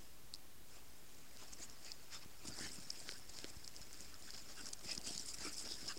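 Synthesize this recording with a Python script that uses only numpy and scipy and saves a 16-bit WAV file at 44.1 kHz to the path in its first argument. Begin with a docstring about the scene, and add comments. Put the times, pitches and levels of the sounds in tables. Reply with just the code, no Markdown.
"""Two dogs gallop over a lawn on a still day; one passes close by and circles the listener.
Their nearness sets how loud and bright the grass stirs and how strong the light steps and small snaps are.
On top, single strides sweep the grass, paws thud and scuff the turf, dry stalks snap, the near dog
pants as it bounds, and a few hard knocks sound close by.
Underneath lies a bed of faint outdoor rumble and the hiss of a small microphone."""
import sys
import numpy as np
from scipy import signal
from scipy.fft import rfft, irfft
from scipy.io import wavfile
from scipy.ndimage import uniform_filter1d, map_coordinates

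SR = 44100
rng = np.random.default_rng(int(sys.argv[2]) if len(sys.argv) > 2 else 0)


def to_wav(s):
    """Save 16-bit WAV."""
    ch = np.atleast_2d(s).T  # columns
    pcm = np.round(np.clip(ch, -1, 1) * 32767)  # PCM
    wavfile.write(sys.argv[1], SR, pcm.astype(np.int16))


N = 263718
TIME = np.arange(N) / SR


def amp(db):
    """Decibels to gain."""
    return 10 ** (np.asarray(db) / 20)


def unit(x):
    """Scales to rms 1."""
    return x / np.sqrt(np.mean(x ** 2) + 1e-20)


def add(mix, start_s, sound):
    """Lays a sound into the mix at start_s."""
    part = mix[max(round(start_s * SR), 0):][:len(sound)]
    part += sound[:len(part)]


def colour(x, curve):
    """Equalises by a curve of (freq_hz, gain_db) points."""
    hz, db = np.transpose(curve)
    bins_hz = np.fft.rfftfreq(len(x), 1 / SR)
    gain_db = np.interp(np.log(bins_hz + 1), np.log(hz + 1), db)
    return irfft(rfft(x) * amp(gain_db), len(x))


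def lowpass(x, hz):
    """The part of a sound below hz, with no phase shift."""
    return signal.sosfiltfilt(signal.butter(6, hz, fs=SR, output="sos"), x)


def band_noise(count, hz, width_hz):
    """Noise through a steep resonance, rms 1."""
    pass_width_hz = width_hz * np.pi / 2  # two passes narrow it back to width_hz
    peak = signal.iirpeak(min(hz, SR / 2 - 1), hz / pass_width_hz, fs=SR)
    once = signal.lfilter(*peak, rng.standard_normal(count))
    return unit(signal.lfilter(*peak, once))


def swell(t, centre_s, length_s, squareness=2.04):
    """A bell of power, length_s wide at half height."""
    return .5 ** np.minimum(abs(2 * (t - centre_s) / length_s) ** squareness, 100)


def crackle(per_s, spread_db):
    """A random train of tiny breaks, most small and a few large."""
    size = amp(spread_db * np.minimum(rng.exponential(1, N), 4))
    return unit(size * rng.choice([-1, 1], N) * (rng.random(N) < per_s / SR))


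def flutter(x, depth_db):
    """Different blades sound from moment to moment: patches some 20 ms long and 500 Hz wide."""
    spectrum = signal.stft(x, nperseg=256)[2]
    bands = uniform_filter1d(rng.standard_normal(spectrum.shape), size=3, axis=0)
    patches = unit(uniform_filter1d(bands, size=8, axis=1))
    return unit(signal.istft(spectrum * amp(depth_db * patches), nperseg=256)[1][:N])


# The dogs' nearness as a fader on the stirred grass, a first pass then a closer circle: time_s, level_db
NEARNESS_FADER = [(0, -68), (.55, -95), (.85, -74.5), (1.5, -65), (2.38, -68.5), (2.55, -56), (2.85, -60.5),
                  (3.05, -59.5), (3.22, -64.5), (4.5, -64.5), (4.78, -63.5), (5.1, -62), (5.98, -59)]


def nearness_db(s):
    """Level of the stirred grass at s seconds."""
    return np.interp(s, *np.transpose(NEARNESS_FADER))


def tufts(x, gap_s=.025, pitch_share=.035):
    """Each tuft of grass sounds a little higher or lower than the last."""
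    tuft_times = np.arange(0, N / SR + 1, gap_s)
    detune = np.interp(TIME, tuft_times, np.diff(rng.standard_normal(len(tuft_times) + 1)))
    playhead = np.cumsum(1 + pitch_share * unit(detune))
    return map_coordinates(x, [playhead], order=3, mode="mirror")


# Close crackle as coloured by the microphone's 5 kHz resonance: freq_hz, gain_db
CLOSE_MIC_EQ = [(300, -31), (2800, -19), (3800, -13), (4450, -10), (4950, 0), (5350, 0.2), (6000, -12),
                (7200, -3), (8500, -8.5), (10000, -15.5), (12000, -24), (16000, -47)]
# The crackle as heard from across the lawn: freq_hz, gain_db
FAR_GRASS_EQ = [(300, -12.5), (2500, -6.5), (3800, -10), (5200, 2), (6000, -8.5), (7000, 0), (8300, -9.5),
                (10000, -19.5), (12000, -32), (16000, -41)]


def blades(breaks, far_db=-65, crossfade_db=1):
    """Grass crackle, broad and papery from afar; close up, sharpened by the microphone's resonance."""
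    near = np.clip((nearness_db(TIME) - far_db) / crossfade_db, 0, 1)
    close_tone = unit(colour(breaks, CLOSE_MIC_EQ))
    far_tone = unit(colour(breaks, FAR_GRASS_EQ))
    return tufts(near * close_tone + (1 - near) * far_tone)


def clumps(depth_db=2, rate_hz=86):
    """A quick, uneven gain of rms 1: blades give way in clumps."""
    wobble = unit(lowpass(rng.standard_normal(N), rate_hz))
    return unit(amp(depth_db * np.clip(wobble, -2, 2)))


# Legs sweeping through the grass: centre_s, length_s, level_db, crisp_over_body_db, soil_over_sweep_db
LEG_SWEEPS = [(0.748, 0.083, -65.5, 5, -1), (1.173, 0.1, -75, 9, -14), (1.423, 0.042, -61.5, -1, 1.5),
              (1.533, 0.0099, -53.5, 7, -25), (1.602, 0.015, -59, 7, 1), (1.633, 0.029, -51.5, 7, -16),
              (1.877, 0.048, -56.5, 0, -9), (2.144, 0.036, -52, -3.5, -8), (2.23, 0.025, -64.5, -8, -1),
              (2.457, .012, -54.5, 4, -11), (2.484, 0.019, -51.5, 6, -9), (2.633, 0.064, -50, 0, -6.5),
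              (2.745, 0.029, -58.5, 7, -14), (3.005, 0.043, -58, 5, -21), (3.11, 0.067, -56.5, -5, -17),
              (3.297, 0.0084, -54, 4, -11), (3.378, 0.062, -55.5, -2, -7.5), (3.49, .025, -58, 5, -5),
              (4.012, 0.09, -60.5, -1, -3.5), (4.27, 0.063, -57.5, -1, -23), (4.348, 0.013, -54, -11, -12),
              (4.388, 0.037, -56.5, -2, -13), (4.508, 0.029, -56, -4, -4.5), (4.598, 0.062, -55, -1.5, -11),
              (4.674, 0.028, -53, 2, -5), (4.854, 0.023, -53, -2, -5), (4.912, 0.051, -47.5, -6.5, -12),
              (5.076, 0.039, -47, -1.5, -9), (5.142, 0.092, -50.5, -4, -14), (5.212, 0.034, -54, -4, -20),
              (5.294, 0.032, -45.5, 2.5, -20), (5.345, 0.0093, -48.5, 6, -9), (5.449, 0.07, -48.5, -1, -6),
              (5.53, 0.02, -53.5, 5, -17), (5.597, 0.051, -50.5, 2, -20), (5.662, .025, -53.5, -12, -3.5),
              (5.718, 0.051, -50.5, -5, -15), (5.824, 0.075, -56, -5, -2.5),
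              (5.887, .011, -47.5, -10.5, -21), (5.904, 0.027, -48.5, -5, -22)]


def grass(split_hz=5870):
    """Loose blades crackle throughout; each sweep adds a dense rustle, split into body and crisp top."""
    body_power, crisp_power = np.zeros((2, N))
    for centre_s, length_s, db, crisp_db, _ in LEG_SWEEPS:
        stroke = swell(TIME, centre_s, length_s)
        body_power += amp(db - crisp_db / 2) ** 2 * stroke
        crisp_power += amp(db + crisp_db / 2) ** 2 * stroke
    stirred = amp(nearness_db(TIME)) * flutter(blades(crackle(per_s=1200, spread_db=1.5)), depth_db=4)
    swept = flutter(blades(crackle(per_s=14000, spread_db=2.5)), depth_db=2)
    body = lowpass(swept, split_hz)
    crisp = swept - body
    return clumps() * (stirred + np.sqrt(body_power) * body + np.sqrt(crisp_power) * crisp)


def light_steps(stride_s=.3, paw_gap_s=.055, jitter_s=.0147, pitch_hz=183, decay_cycles=5.1):
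    """Thud cues for the gallop: four paws land in turn, then the dog flies; louder when near."""
    times = [stride + paw * paw_gap_s for stride in np.arange(0, N / SR, stride_s) for paw in range(4)]
    cues = []
    for s, (late, force, pitch) in zip(times, rng.standard_normal((len(times), 3))):
        db = nearness_db(s) + 3 + 3 * force  # 3 dB over the grass, give or take 3
        hz = pitch_hz * 2 ** (.57 * pitch)  # spread in octaves
        cues.append((s + jitter_s * late, db, hz, decay_cycles))
    return cues


# Heavy landings on the turf: start_s, level_db, pitch_hz, decay_cycles (to fall 60 dB)
LANDINGS = [(2.26, -49.5, 197, 3), (2.452, -46, 290, 7), (2.464, -47, 110, 2.5), (2.4845, -39, 201, 3),
            (2.493, -48.5, 105, 7.5), (2.609, -38, 235, 2.5), (2.7852, -45.5, 188, 6.5),
            (3.092, -47, 367, 6), (3.4444, -41, 340, 5.5), (3.569, -42, 65.7, 2.5), (3.809, -41.5, 88, 1),
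            (4.635, -49, 236, 10), (4.858, -44, 171, 3), (4.981, -42.5, 187, 3.5), (5.074, -44, 226, 8.5),
            (5.108, -44.5, 170, 2.5), (5.155, -48.5, 177, 8), (5.417, -43, 290, 1), (5.451, -46, 322, 16),
            (5.4646, -43, 297, 29), (5.642, -44.5, 260, 2.5), (5.712, -45, 332, 8), (5.829, -47, 220, 4),
            (5.865, -51, 310, 11), (5.968, -47, 342, 15)]


def thuds(rise_s=.00053, sag_share=.19, sag_s=.003):
    """The turf gives way under each paw with a damped low push that sinks in pitch."""
    out, t = np.zeros(N), np.arange(SR // 10) / SR
    for start_s, db, hz, decay_cycles in list(LANDINGS) + light_steps():
        envelope = (1 - np.exp(-t / rise_s)) * amp(-60 * t * hz / decay_cycles)
        turns = np.cumsum(hz * (1 + sag_share * np.exp(-t / sag_s))) / SR
        push = .9 * np.sin(2 * np.pi * turns) + .15 * band_noise(len(t), hz, width_hz=hz)
        add(out, start_s, amp(db) * envelope / envelope.max() * push)
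    return out


# Tone of scuffed soil: freq_hz, gain_db
SOIL_EQ = [(60, 2), (130, -2), (300, 6.5), (480, -1.5), (700, 1), (1000, -6), (1450, -1), (2000, -4),
           (2600, -3), (3350, -6.5), (4000, -9), (5000, -4), (8000, -9), (16000, -64)]


def soil(stir_db=-3, crumble_db=-22.5, crumble_s=.081):
    """A dull, grainy scuff that follows the level of the stirred grass, the sweeps and the landings."""
    power = amp(nearness_db(TIME) + stir_db) ** 2
    for centre_s, length_s, db, _, soil_db in LEG_SWEEPS:
        power += amp(db + soil_db) ** 2 * swell(TIME, centre_s, length_s)
    for s, db, hz, _ in LANDINGS:
        firmness_db = np.log2(hz / 255)  # firm, higher-pitched turf scuffs more: 1 dB per octave
        power += amp(db + crumble_db + firmness_db) ** 2 * swell(TIME, s, crumble_s)
    grit = colour(crackle(per_s=5000, spread_db=2.5), SOIL_EQ)
    return np.sqrt(power) * flutter(grit, depth_db=4)


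# Tone of the background bed: freq_hz, gain_db
AIR_EQ = [(15, -26), (30, -6.5), (50, 2), (65, -9), (100, -6), (180, -10), (300, -10.5), (500, -15),
          (1000, -17.5), (2000, -20), (7000, -21), (12000, -23), (15800, -22.5)]


def air(bed_db=-62, rumble_db=-74):
    """Steady microphone hiss over a distant rumble."""
    bed = unit(colour(rng.standard_normal(N), AIR_EQ))
    return amp(bed_db) * bed + amp(rumble_db) * band_noise(N, hz=58, width_hz=25)


def small_snaps(per_s=8.4, over_grass_db=11.5, ring_hz=5550, edge_db=2, tick_gap_s=.0075):
    """Snap cues at random moments, louder when the dogs are near: rattles of three ticks, 1 dB apart."""
    times = np.flatnonzero(rng.random(N) < per_s / SR) / SR
    cues = []
    for s, (force, pitch) in zip(times, rng.standard_normal((len(times), 2))):
        db = nearness_db(s) + over_grass_db + 3 * force
        hz = ring_hz * 2 ** (.46 * pitch)  # spread in octaves
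        cues += [(s + tick * tick_gap_s, db - tick, hz, edge_db) for tick in range(3)]
    return cues


# Tone of a snap's sharp edge: freq_hz, gain_db
EDGE_EQ = [(300, -32), (2500, -14), (3600, -14), (4600, -1.5), (7500, -1), (9500, -6), (11500, -23),
           (16000, -45)]
# The loudest dry stalks and leaves snapping: start_s, peak_db, ring_hz, edge_over_ring_db
STALK_SNAPS = [(.3383, -29.5, 4330, -4.5), (.3475, -36.5, 4900, -7), (.3580, -44, 4950, -6),
               (1.371, -43.5, 4600, -1), (1.5348, -38, 6300, -6), (1.6975, -42, 5200, -3),
               (1.6985, -47, 6950, -8), (1.8467, -38.5, 7100, -1), (1.9176, -29.5, 4950, -10),
               (1.9217, -40, 4500, -8), (2.4737, -37, 5300, 0), (2.481, -36, 5500, 2),
               (2.5882, -34, 5000, -1), (2.6095, -37, 5200, 2), (2.6897, -40, 4380, -6),
               (2.7317, -43, 8700, -1), (2.8005, -42.5, 4950, 1), (2.9025, -28, 5150, -7),
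               (2.9044, -28, 5200, -13.5), (3.0015, -39, 4700, 0), (3.1012, -44, 5700, -6),
               (3.1116, -34, 4650, -2), (3.4999, -40.5, 7800, 0), (3.6438, -42, 4840, -5),
               (3.6455, -38.5, 4900, -8), (3.6768, -32, 5400, -3), (3.7635, -36, 5400, -2),
               (3.769, -43, 5100, -6), (3.9292, -38.5, 5400, 7), (3.943, -44, 4900, -6),
               (4.0058, -38, 6940, -1), (4.013, -43, 6540, 0), (4.0243, -47, 5400, 2),
               (4.1419, -41, 5100, 1), (4.2223, -45, 3900, 2), (4.2245, -45, 7600, -8),
               (4.3048, -35.5, 4930, -6), (4.338, -38, 4800, -8), (4.3635, -40.5, 4800, -7),
               (4.6565, -35, 6110, 4), (4.6662, -38, 5220, -11), (4.6682, -35, 5600, 2),
               (4.6875, -36.5, 6160, 8), (4.7302, -34, 7600, 1), (4.7330, -30, 6340, 1),
               (4.7918, -42, 5730, 0), (4.9172, -33, 4970, -17), (4.9192, -34, 5100, -16),
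               (4.93, -34, 5560, 5), (4.9498, -33.5, 7600, 2), (4.9525, -39, 5400, -4),
               (4.9768, -31, 5040, -5), (4.9782, -30.5, 5140, -7), (5.0135, -41, 7800, 4),
               (5.0725, -32, 6000, 3), (5.1274, -39, 5200, 2), (5.1492, -39, 5100, -3),
               (5.1775, -32, 4680, -8), (5.1783, -31.5, 6900, -5), (5.195, -38, 5830, -20),
               (5.2215, -40, 7110, -3), (5.261, -34.5, 8850, -1), (5.3425, -33, 5500, -10),
               (5.3845, -35.5, 5000, 0), (5.4635, -37, 5300, 1), (5.5423, -37, 5430, -6),
               (5.574, -37, 5200, -5), (5.581, -34.5, 5200, -6), (5.623, -43, 7200, -5),
               (5.6752, -38.5, 5160, -4), (5.6888, -36, 5040, -11), (5.7119, -36, 4900, -7),
               (5.72, -32.5, 5100, -17), (5.74, -37, 5500, -5), (5.8661, -40, 5280, -3),
               (5.8783, -33.5, 5010, -3), (5.9734, -36.5, 5300, -10)]


def snaps(rise_s=.00042, edge_s=.0008, fibres_s=.005, fibres_db=-16, clean_edge_db=-10):
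    """A stalk breaks with a sharp edge and a brief ring, too thin to sound low; torn fibres fizz on."""
    out, t = np.zeros(N), np.arange(SR // 50) / SR
    low_cut = signal.butter(6, 3860, "highpass", fs=SR, output="sos")
    tear_envelope = np.exp(-t / edge_s) + amp(fibres_db) * np.exp(-t / fibres_s)
    for start_s, db, hz, edge_db in list(STALK_SNAPS) + small_snaps():
        # a clean break has a weak edge and rings longer: twice as long for each 6.5 dB
        peak_s = rise_s * 2 ** (max(clean_edge_db - edge_db, 0) / 6.5)
        ring_envelope = (t / peak_s * np.exp(-t / peak_s)) ** 2
        ring = signal.sosfilt(low_cut, np.sin(2 * np.pi * hz * t) * ring_envelope)
        tear = rng.standard_normal(len(t)) * tear_envelope
        edge = colour(np.roll(tear, round(rise_s * SR)), EDGE_EQ)
        snap = ring / abs(ring).max() + amp(edge_db) * edge / abs(edge).max()
        add(out, start_s + .0005, amp(db) * snap / abs(snap).max())
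    return out


# The near dog's breaths, each with its own mouth shape:
# centre_s, length_s, level_db, formant1_hz, formant2_hz, formant3_hz, formant_step_db
BREATHS = [(1.886, 0.034, -58, 2080, 2540, 4670, 5), (2.155, 0.027, -53.5, 1350, 3600, 5150, 3),
           (2.652, 0.048, -54, 1710, 2080, 3000, -3), (3.082, 0.022, -61, 1610, 2720, 3540, -20),
           (3.161, 0.023, -64, 1560, 2750, 3500, -3), (4.139, 0.025, -63.5, 1330, 1800, 3420, -7),
           (4.29, 0.016, -59, 1480, 1720, 3470, -3), (4.593, 0.029, -55.5, 1480, 2740, 3300, -4.5),
           (4.907, 0.036, -52.5, 1980, 2500, 2600, 3), (5.088, 0.029, -51.5, 2830, 3230, 4540, 5),
           (5.462, 0.036, -53, 1330, 2350, 2700, -4), (5.72, .05, -56.5, 3400, 3730, 5000, 1.5),
           (5.907, 0.02, -50, 1200, 1630, 2820, -0.5)]


def panting(formant_width_hz=196):
    """Short puffs of air resonate in the dog's throat and open mouth."""
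    out, t = np.zeros(N), np.arange(-SR // 10, SR // 10) / SR
    for centre_s, length_s, db, *formants_hz, step_db in BREATHS:
        puff = sum(amp(k * step_db) * band_noise(len(t), hz, formant_width_hz)
                   for k, hz in enumerate(formants_hz))
        add(out, centre_s + t[0], amp(db) * unit(puff) * np.sqrt(swell(t, 0, length_s)))
    return out


# The modes that ring in a knock: pitch_hz, level_db, t60_s
TAP_MODES = [(380, -3, 0.012), (563, -1, .008), (1480, -1.5, 0.01), (2250, 2.5, 0.0055), (3130, 2, 0.0072),
             (4200, 7, 0.0048), (5340, 3.5, 0.0042), (7330, 0.5, .003)]
# Hard knocks close by: start_s, peak_db, body_boost_db, tilt_db_per_octave
CLOSE_KNOCKS = [(3.091, -27, -9, -2.5), (3.1218, -39, 7, 3), (3.3877, -34.5, 2, 7), (3.4435, -31.5, 2, 1),
                (3.451, -41.5, 4, 3), (3.9095, -50, -6, -10), (4.8108, -47, 8, -1)]


def knocks(body_below_hz=1000, tilt_pivot_hz=3000):
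    """A hard tap rings heavily damped modes; a blunt one has more body, a glancing one more treble."""
    out, t = np.zeros(N), np.arange(SR // 20) / SR
    for start_s, db, body_db, tilt in CLOSE_KNOCKS:
        tap = np.zeros(len(t))
        for k, (hz, mode_db, t60_s) in enumerate(TAP_MODES):
            blow_db = body_db if hz < body_below_hz else tilt * np.log2(hz / tilt_pivot_hz)
            tap += (-1) ** k * amp(mode_db + blow_db - 60 * t / t60_s) * np.sin(2 * np.pi * hz * t)
        add(out, start_s, amp(db) * tap / abs(tap).max())
    return out


def scene():
    """Open lawn in mono: every sound arrives dry."""
    return (grass() + soil() + panting() + snaps() + knocks() + thuds() + air())[None]


def record(dry):
    """A steep high cut at 15.9 kHz and a small constant offset."""
    high_cut = signal.firwin(511, 15900, window=("kaiser", 9), fs=SR)
    return signal.oaconvolve(dry, high_cut[None], "same") - .0033


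dry = scene()
out = record(dry)
to_wav(out)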